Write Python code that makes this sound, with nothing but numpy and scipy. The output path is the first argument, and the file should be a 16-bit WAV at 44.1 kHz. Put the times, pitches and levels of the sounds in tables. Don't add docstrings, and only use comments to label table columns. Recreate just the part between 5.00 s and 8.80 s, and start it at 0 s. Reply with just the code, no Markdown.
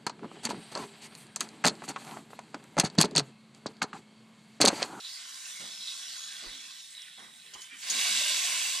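import sys
import numpy as np
from scipy import signal
from scipy.fft import rfft, irfft, next_fast_len
from scipy.io import wavfile

SR = 44100
rng = np.random.default_rng(int(sys.argv[2]) if len(sys.argv) > 2 else 0)


def master_out(mix):
    frames = np.transpose(np.atleast_2d(mix))
    ceiling = np.clip(frames, -1, 1)
    pcm = np.round(ceiling * 32767).astype(np.int16)
    wavfile.write(sys.argv[1], SR, pcm)


N = 167580
SIZE = next_fast_len(N + SR // 8, True)
T, HZ = np.arange(N) / SR, np.fft.rfftfreq(SIZE, 1 / SR)

# pitch_hz, level_db
AIR_COLOUR = [(20, -17), (40, -11), (70, -14), (105, -27), (140, -0.5), (190, -0.5), (290, -4.5),
              (420, -18.5), (750, -7), (1500, -9.5), (5000, -26.5), (15000, -49)]
AIR_DB = -71
# start_s, length_s, level_db
AIR_PUFF = (1.455, .09, -61)

# start_s, length_s, level_db, pitch_hz
HANDLING_KNOCKS = [(0.625, 0.061, -60.5, 277), (0.783, 0.046, -67, 193), (1.433, 0.076, -59, 510),
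                   (1.442, 0.054, -63.5, 320), (1.51, 0.16, -66, 262), (2.244, 0.25, -70.5, 207),
                   (2.438, 0.1, -70.5, 414), (2.716, 0.052, -64.5, 290), (2.944, 0.047, -57.5, 250),
                   (3.077, 0.14, -56, 252), (3.278, 0.16, -62, 280), (3.443, 0.25, -67, 237)]
KNOCK_WIDTH = 0.4

# start_s, length_s, level_db, thump_level_db
COOK_SCUFFS = [(0.594, 0.082, -52.5, -60.5), (1.414, 0.09, -55.5, -63), (2.173, 0.086, -54, -64),
               (2.525, 0.052, -57.5, -77), (2.896, 0.13, -49, -60), (3.10, 0.11, -67, -62)]
SCUFF_RISE_S = .012
# pitch_hz, level_db
GRIT_COLOUR = [(100, -31), (250, -1.5), (400, -6), (540, -4.5), (800, 0.5), (1100, -0.5), (1900, 1.5),
               (5000, -41), (12000, -67)]
# pitch_hz, level_db
DULL_COLOUR = [(30, -20), (90, -54), (140, 1), (230, 4), (330, -7), (500, -6.5), (2000, -64)]

# start_s, length_s, level_db
GRATE_NUDGES = [(2.549, 0.023, -58), (2.586, 0.016, -64)]
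# pitch_hz, level_db, time_to_fade_60_db_s
GRATE_TONES = [(394, -3, 0.17), (730, -16, .09), (850, -1, .09), (1038, 2.5, 0.053), (1184, -4, 0.042)]

# start_s, length_s, level_db, rasp_pitch_hz
BLADE_SCRAPES = [(2.535, 0.0097, -43, 4330), (2.540, 0.0042, -43, 7000), (2.606, 0.031, -48, 6440),
                 (2.622, 0.025, -60, 3340), (2.707, 0.07, -49.5, 2100), (2.817, 0.026, -47, 4550),
                 (2.897, 0.013, -25.5, 6130)]
RASP_OCTAVES, RASP_DB = 0.53, 0.5
# start_s, level_db
BLADE_TICKS = [(2.6192, -30), (2.6305, -44), (2.644, -38)]
TICK_DECAY_S, TICK_RING_DB = .0008, -30
# pitch_hz, level_db, time_to_fade_60_db_s
STEEL_TONES = [(2100, -21, .05), (2420, 3.5, 0.058), (3200, 9, 0.068), (4030, -28, 0.028),
               (4700, -9, 0.026), (5240, -9, 0.023), (6490, -4, .035), (6820, 6.5, 0.023),
               (7200, -5, 0.051), (9850, 1, .03)]

# start_s, level_db, pitch_hz
FAT_POPS = [(0.344, -28, 5400), (0.875, -24, 3960), (1.951, -31, 3760), (1.992, -34, 3760),
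            (2.020, -29.5, 5540), (2.421, -37, 4020)]
POP_DECAY_S, POP_GRIT, POP_ROOM_DB = 0.00067, 0.17, -5

# start_s, length_s, level_db, first_pitch_hz, last_pitch_hz
STEAM_JETS = [(0.117, 0.088, -48.5, 5100, 4900), (0.446, 0.078, -49.5, 2770, 2580),
              (0.552, 0.11, -51, 2210, 2070), (0.708, 0.18, -48, 5360, 5260),
              (1.16, 0.21, -50.5, 6600, 6870), (1.945, 0.095, -48, 3894, 3770),
              (2.091, 0.3, -59, 3740, 3790), (2.33, 0.15, -62.5, 3840, 3890),
              (2.542, 0.023, -43.5, 3034, 3100), (2.578, 0.129, -53.5, 3100, 3020),
              (2.683, 0.1, -57, 2390, 2400), (2.709, 0.105, -56.5, 3080, 3050),
              (2.823, 0.032, -43.5, 4500, 4430), (3.412, 0.026, -42, 2257, 2280),
              (3.6, 0.03, -37, 3340, 3340), (3.646, 0.038, -38, 2810, 2700)]
JET_WIDTH_HZ = 270

# start_s, length_s, level_db, pitch_hz
JUICE_SPUTTERS = [(0.037, 0.056, -41, 3900), (0.067, 0.16, -47.5, 4550), (0.793, 0.15, -46, 3900),
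                  (0.865, 0.067, -40.5, 3820), (1.013, .13, -50.5, 3160), (1.075, 0.11, -46.5, 4500),
                  (1.505, 0.097, -48, 3450), (1.97, 0.13, -52, 3400), (3.145, 0.27, -38.5, 3720)]
SPUTTER_WIDTH, SPUTTERS_PER_S = 0.2, 1100

CLUMP_WIDTH = 0.29
SPLIT_LOW_HZ, SPLIT_HIGH_HZ = 2585, 5560
# time_s, low_mids_db, upper_mids_db, treble_db
RESTING_LEVELS = [(0, -58, -47.5, -54), (.12, -57, -54, -46.5), (.22, -55.5, -50, -50.5),
                  (.5, -52.5, -52, -45), (.62, -56, -47.5, -47.5), (.76, -57.5, -47.5, -50),
                  (.9, -55.5, -46, -47), (1.17, -54.5, -47, -47), (1.5, -55, -47, -51.5),
                  (1.7, -58.5, -49.5, -52), (1.89, -63, -53.5, -60), (1.98, -55.5, -58, -60.5),
                  (2.17, -62, -55, -65.5), (2.35, -65.5, -59, -64), (2.52, -61.5, -59, -64.5),
                  (2.63, -56, -62, -59.5), (2.72, -60, -61, -66)]
# pitch_hz, level_db
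RESTING_TONE = [(300, -16.5), (450, -25), (600, -21), (738, -13), (886, -27.5), (1060, -9.5), (1200, -15.5),
                (1520, -3), (1850, -8.5), (2120, -5.5), (2400, -8), (2900, -6), (3200, -1), (4000, 1),
                (4800, -4.5), (5400, -3), (6400, -6), (8500, -6.5), (10000, -13.5), (11200, -18),
                (13500, -21.5), (15500, -34)]
# pitch_hz, level_db
DRY_TONE = [(1000, -5), (1500, -3), (2100, 3.5), (3700, 3.5), (4500, -2), (5300, 2.5), (5900, -1),
            (6900, 3), (7800, 7), (8800, 10.5), (9800, 8), (11000, 6.5), (15000, 9)]
# time_s, share_0_to_1
DRYING_SHARE = [(1.7, 0), (2.0, 1)]
# time_s, low_mids_db, upper_mids_db, treble_db
SURGE_LEVELS = [(2.6, -100, -100, -100), (2.78, -72, -61, -52.5), (2.84, -48, -47, -45.5),
                (2.89, -44.5, -40.5, -41), (2.93, -41.5, -34.5, -36.5), (3.03, -38, -32.5, -32.5),
                (3.19, -39.5, -32.5, -33), (3.4, -40, -33.5, -34), (3.63, -40.5, -36, -34),
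                (3.8, -45.5, -37.5, -37.5)]
# pitch_hz, level_db
SURGE_TONE = [(190, -16), (330, -25), (448, -25.5), (618, -14), (760, -14), (881, -26.5), (1070, -9),
              (1230, -21), (1400, -13), (1600, -7.5), (1850, -12.5), (2220, -3), (2430, -7.5), (2780, -2.5),
              (3100, -6.5), (3650, -1.5), (4150, -6), (4750, -4), (5270, -6), (6290, -4), (6930, -6.5),
              (7900, -2.5), (9500, -11.5), (11200, -16), (13600, -21.5), (15500, -31)]

# pitch_hz, likeness_0_to_1
MIC_LIKENESS = [(40, .3), (200, 0.99), (800, 0.37), (1350, 0.5), (2300, 0.82), (3700, 1), (6000, 0.34),
                (7500, 1), (10000, 0.053), (15000, 0.21)]
# pitch_hz, left_minus_right_db
MIC_TILT = [(60, -11), (92, 10), (140, 0), (210, -0.5), (330, 0.5), (500, -2.5), (770, -0.5), (1170, -7),
            (1790, -2), (2740, -3.5), (4190, -2), (6410, 0), (9810, -3), (15000, -2)]
# pitch_hz, lead_radians
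MIC_LEAD = [(100, 1), (1000, 0.5), (1450, 1.7), (2100, 0.54), (3700, 0.5), (5400, -0.5), (7400, -1.5),
            (8400, -2), (9600, 0), (11500, 3), (15000, 1.5)]
BOWL_T60_S, BOWL_DB = .03, -13
PATIO_T60_S, PATIO_DB = .22, -14
EDGE_HZ = 15750


def amp(db):
    return 10 ** (np.asarray(db) / 20)


def unit(x):
    return x / np.sqrt(np.mean(x ** 2) + 1e-20)


def read(points):
    f, value = np.transpose(points)
    return np.interp(np.log(HZ + 1), np.log(f + 1), value)


def shape(x, gain):
    return irfft(rfft(x, SIZE) * gain, SIZE)[..., :N]


def band(hz, width):
    return 1 / (1 + ((HZ - hz) / (hz * width / 2)) ** 2)


def noise_in(gain):
    return unit(shape(rng.standard_normal(N), gain))


def drift(hz):
    return noise_in(1 / (1 + (HZ / hz) ** 4))


def clicks(per_s, spread_db):
    size = amp(spread_db * np.minimum(rng.exponential(1, N), 4.5))
    return size * rng.choice([-1, 1], N) * (rng.random(N) < per_s / SR)


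def burst(start, length, rise, release):
    attack = np.clip((T - start) / rise, 0, 1)
    return attack * np.exp(-np.maximum(T - start - length / 2, 0) / (release * length))


def patchy(x, depth_db, width_hz, length_s):
    f, t, z = signal.stft(x, SR, nperseg=1024, noverlap=768)
    across = np.fft.fftfreq(len(f), f[1])[:, None]
    along = np.fft.fftfreq(len(t), t[1])
    blur = np.exp(-(across * width_hz) ** 2 - (along * length_s) ** 2)
    field = unit(np.fft.ifft2(np.fft.fft2(rng.standard_normal(z.shape)) * blur).real)
    varied = signal.istft(z * amp(depth_db * field), SR, nperseg=1024, noverlap=768)[1][:N]
    return unit(varied) * np.std(x)


def air():
    s, length, db = AIR_PUFF
    puff = amp(db) * burst(s, length, 0.0099, 0.18) * noise_in(band(34, 0.65))
    swell_db = 2 * drift(8)
    return puff + amp(AIR_DB + swell_db) * noise_in(amp(read(AIR_COLOUR)))


def knocks():
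    out = np.zeros(N)
    for s, length, db, hz in HANDLING_KNOCKS:
        out += amp(db) * burst(s, length, 0.0035, 0.45) * noise_in(band(hz, KNOCK_WIDTH))
    return out


def scuffs():
    out = np.zeros(N)
    for s, length, db, thump_db in COOK_SCUFFS:
        grit = unit(shape(clicks(3500, spread_db=.6), amp(read(GRIT_COLOUR))))
        thump = noise_in(amp(read(DULL_COLOUR)))
        out += burst(s, length, SCUFF_RISE_S, 0.9) * (amp(db) * grit + amp(thump_db) * thump)
    uneven = out * amp(.7 * drift(90))
    return patchy(uneven, depth_db=3, width_hz=110, length_s=.035)


def grate():
    t, out = T[:SR // 2], np.zeros(N)
    for s, length, db in GRATE_NUDGES:
        for hz, tone_db, t60 in GRATE_TONES:
            rattle = clicks(1500, spread_db=-3) * burst(s, length, .003, 0.59)
            tone = amp(-60 * t / t60) * np.sin(2 * np.pi * hz * t)
            ring = signal.fftconvolve(rattle, tone)[:N]
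            out += amp(db + tone_db) * np.sqrt(length / T[-1]) * unit(ring)
    return out


def spatula():
    t = T[:SR // 4]
    ring = sum(amp(db - 60 * t / t60) * np.sin(2 * np.pi * hz * t) for hz, db, t60 in STEEL_TONES)
    out = np.zeros(N)
    for s, length, db, hz in BLADE_SCRAPES:
        slips = clicks(2200, spread_db=2.0) * burst(s, length, 0.0027, 1.0)
        slips = shape(slips, np.exp(-.5 * (np.log2((HZ + 1) / hz) / RASP_OCTAVES) ** 2))
        ringing = unit(signal.fftconvolve(slips, ring)[:N])
        scrape = unit(ringing + amp(RASP_DB) * unit(slips))
        out += amp(db) * np.sqrt(length / T[-1]) * scrape
    for s, db in BLADE_TICKS:
        snap = rng.standard_normal(len(t)) * np.exp(-t / TICK_DECAY_S)
        tick = shape(snap, 2 * band(5600, .8) ** 2)[:len(t)]
        out[round(s * SR):][:len(t)] += amp(db) * (tick + amp(TICK_RING_DB) * ring)
    return out


def pops():
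    out, t = np.zeros((2, N)), T[:SR // 25]
    for s, db, hz in FAT_POPS:
        fade = amp(POP_ROOM_DB - 60 * t / BOWL_T60_S) * np.sqrt(POP_DECAY_S / BOWL_T60_S)
        bowl = rng.standard_normal((2, len(t))) * fade
        tone = np.sin(2 * np.pi * hz * t) + POP_GRIT * rng.standard_normal(len(t))
        at = round(s * SR)
        out[:, at:at + len(t)] += amp(db) * (np.exp(-t / POP_DECAY_S) * tone + bowl)
    return shape(out, 1 / (1 + (1800 / (HZ + 1)) ** 4) / (1 + (HZ / 9000) ** 4))


def jets():
    out = np.zeros(N)
    for s, length, db, first_hz, last_hz in STEAM_JETS:
        turns = np.cumsum(np.interp(T, [s, s + length], [first_hz, last_hz])) / SR
        wobble = drift(JET_WIDTH_HZ / 2) + 1j * drift(JET_WIDTH_HZ / 2)
        hiss = (wobble * np.exp(2j * np.pi * turns)).real
        out += amp(db) * burst(s, length, 0.0085, 0.34) * hiss
    return out


def sputters():
    out = np.zeros(N)
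    for s, length, db, hz in JUICE_SPUTTERS:
        run = unit(shape(clicks(SPUTTERS_PER_S, spread_db=-1.8), band(hz, SPUTTER_WIDTH)))
        out += amp(db) * burst(s, length, 0.01, 0.57) * run
    return out


def sizzle(levels, colour, per_s, spread_db, snap_db, steam_db, patchy_db, flutter_db):
    bubbles = np.zeros(N)
    for hz in np.geomspace(900, 15000, num=14):
        family = unit(shape(clicks(per_s * hz / SR, spread_db), band(hz, CLUMP_WIDTH)))
        bubbles += family * np.sqrt(hz) * amp(patchy_db * drift(10.4))
    snaps = amp(snap_db) * unit(clicks(per_s, spread_db))
    steam = amp(steam_db) * rng.standard_normal(N)
    fizz = (unit(bubbles) + snaps + steam) * amp(flutter_db * drift(30))
    fizz = shape(fizz, amp(read(colour)) / (1 + (280 / (HZ + 1)) ** 4))
    low = 1 / (1 + (HZ / SPLIT_LOW_HZ) ** 8)
    high = 1 - 1 / (1 + (HZ / SPLIT_HIGH_HZ) ** 8)
    s, *curves = np.transpose(levels)
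    parts = zip([low, 1 - low - high, high], curves)
    return sum(unit(shape(fizz, part)) * amp(np.interp(T, s, db)) for part, db in parts)


def drying(x):
    share = np.interp(T, *np.transpose(DRYING_SHARE))
    return (1 - share) * x + share * shape(x, amp(read(DRY_TONE)))


def resting():
    fizz = amp(0.5) * sizzle(RESTING_LEVELS, RESTING_TONE, per_s=6000, spread_db=2.0, snap_db=-1.0,
                             steam_db=-2.0, patchy_db=2.3, flutter_db=0.68)
    return patchy(fizz, depth_db=2.3, width_hz=260, length_s=.16)


def surge():
    fizz = sizzle(SURGE_LEVELS, SURGE_TONE, per_s=9500, spread_db=2.8, snap_db=0,
                  steam_db=-5, patchy_db=.9, flutter_db=0.25)
    body = shape(fizz, 1 / (1 + (HZ / 1400) ** 8))
    broken = patchy(body, depth_db=3.2, width_hz=130, length_s=.07)
    return broken + patchy(fizz - body, depth_db=2.0, width_hz=110, length_s=.09)


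def place(source):
    t = T[:SR // 2]
    echoes = np.zeros((2, len(t)))
    for db, t60 in [(BOWL_DB, BOWL_T60_S), (PATIO_DB, PATIO_T60_S)]:
        tail = rng.standard_normal((2, len(t))) * amp(-60 * t / t60) * (t > .001)
        echoes += amp(db) * unit(tail) / np.sqrt(len(t))
    echoes[:, 0] += 1
    echoes /= np.linalg.norm(echoes, axis=1, keepdims=True)
    pair = np.array([source(), source()])
    common, apart = rfft(signal.fftconvolve(pair, echoes, axes=1)[:, :N], SIZE)
    likeness = np.clip(read(MIC_LIKENESS), 0, .99)
    common = common * np.sqrt((1 + likeness) / 2)
    apart = apart * np.sqrt((1 - likeness) / 2)
    lean = amp(read(MIC_TILT) / 2) * np.exp(.5j * read(MIC_LEAD))
    return irfft([(common + apart) * lean, (common - apart) / lean], SIZE)[:, :N]


def grill():
    handling = knocks() + scuffs() + grate() + spatula()
    return air() + handling + jets() + sputters() + drying(resting()) + surge()


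def scene():
    return place(grill) + pops()


def record(dry):
    edge = signal.firwin(511, EDGE_HZ, window=("kaiser", 9), fs=SR)
    return signal.oaconvolve(dry, edge[None], "same")


dry = scene()
out = record(dry)
master_out(out)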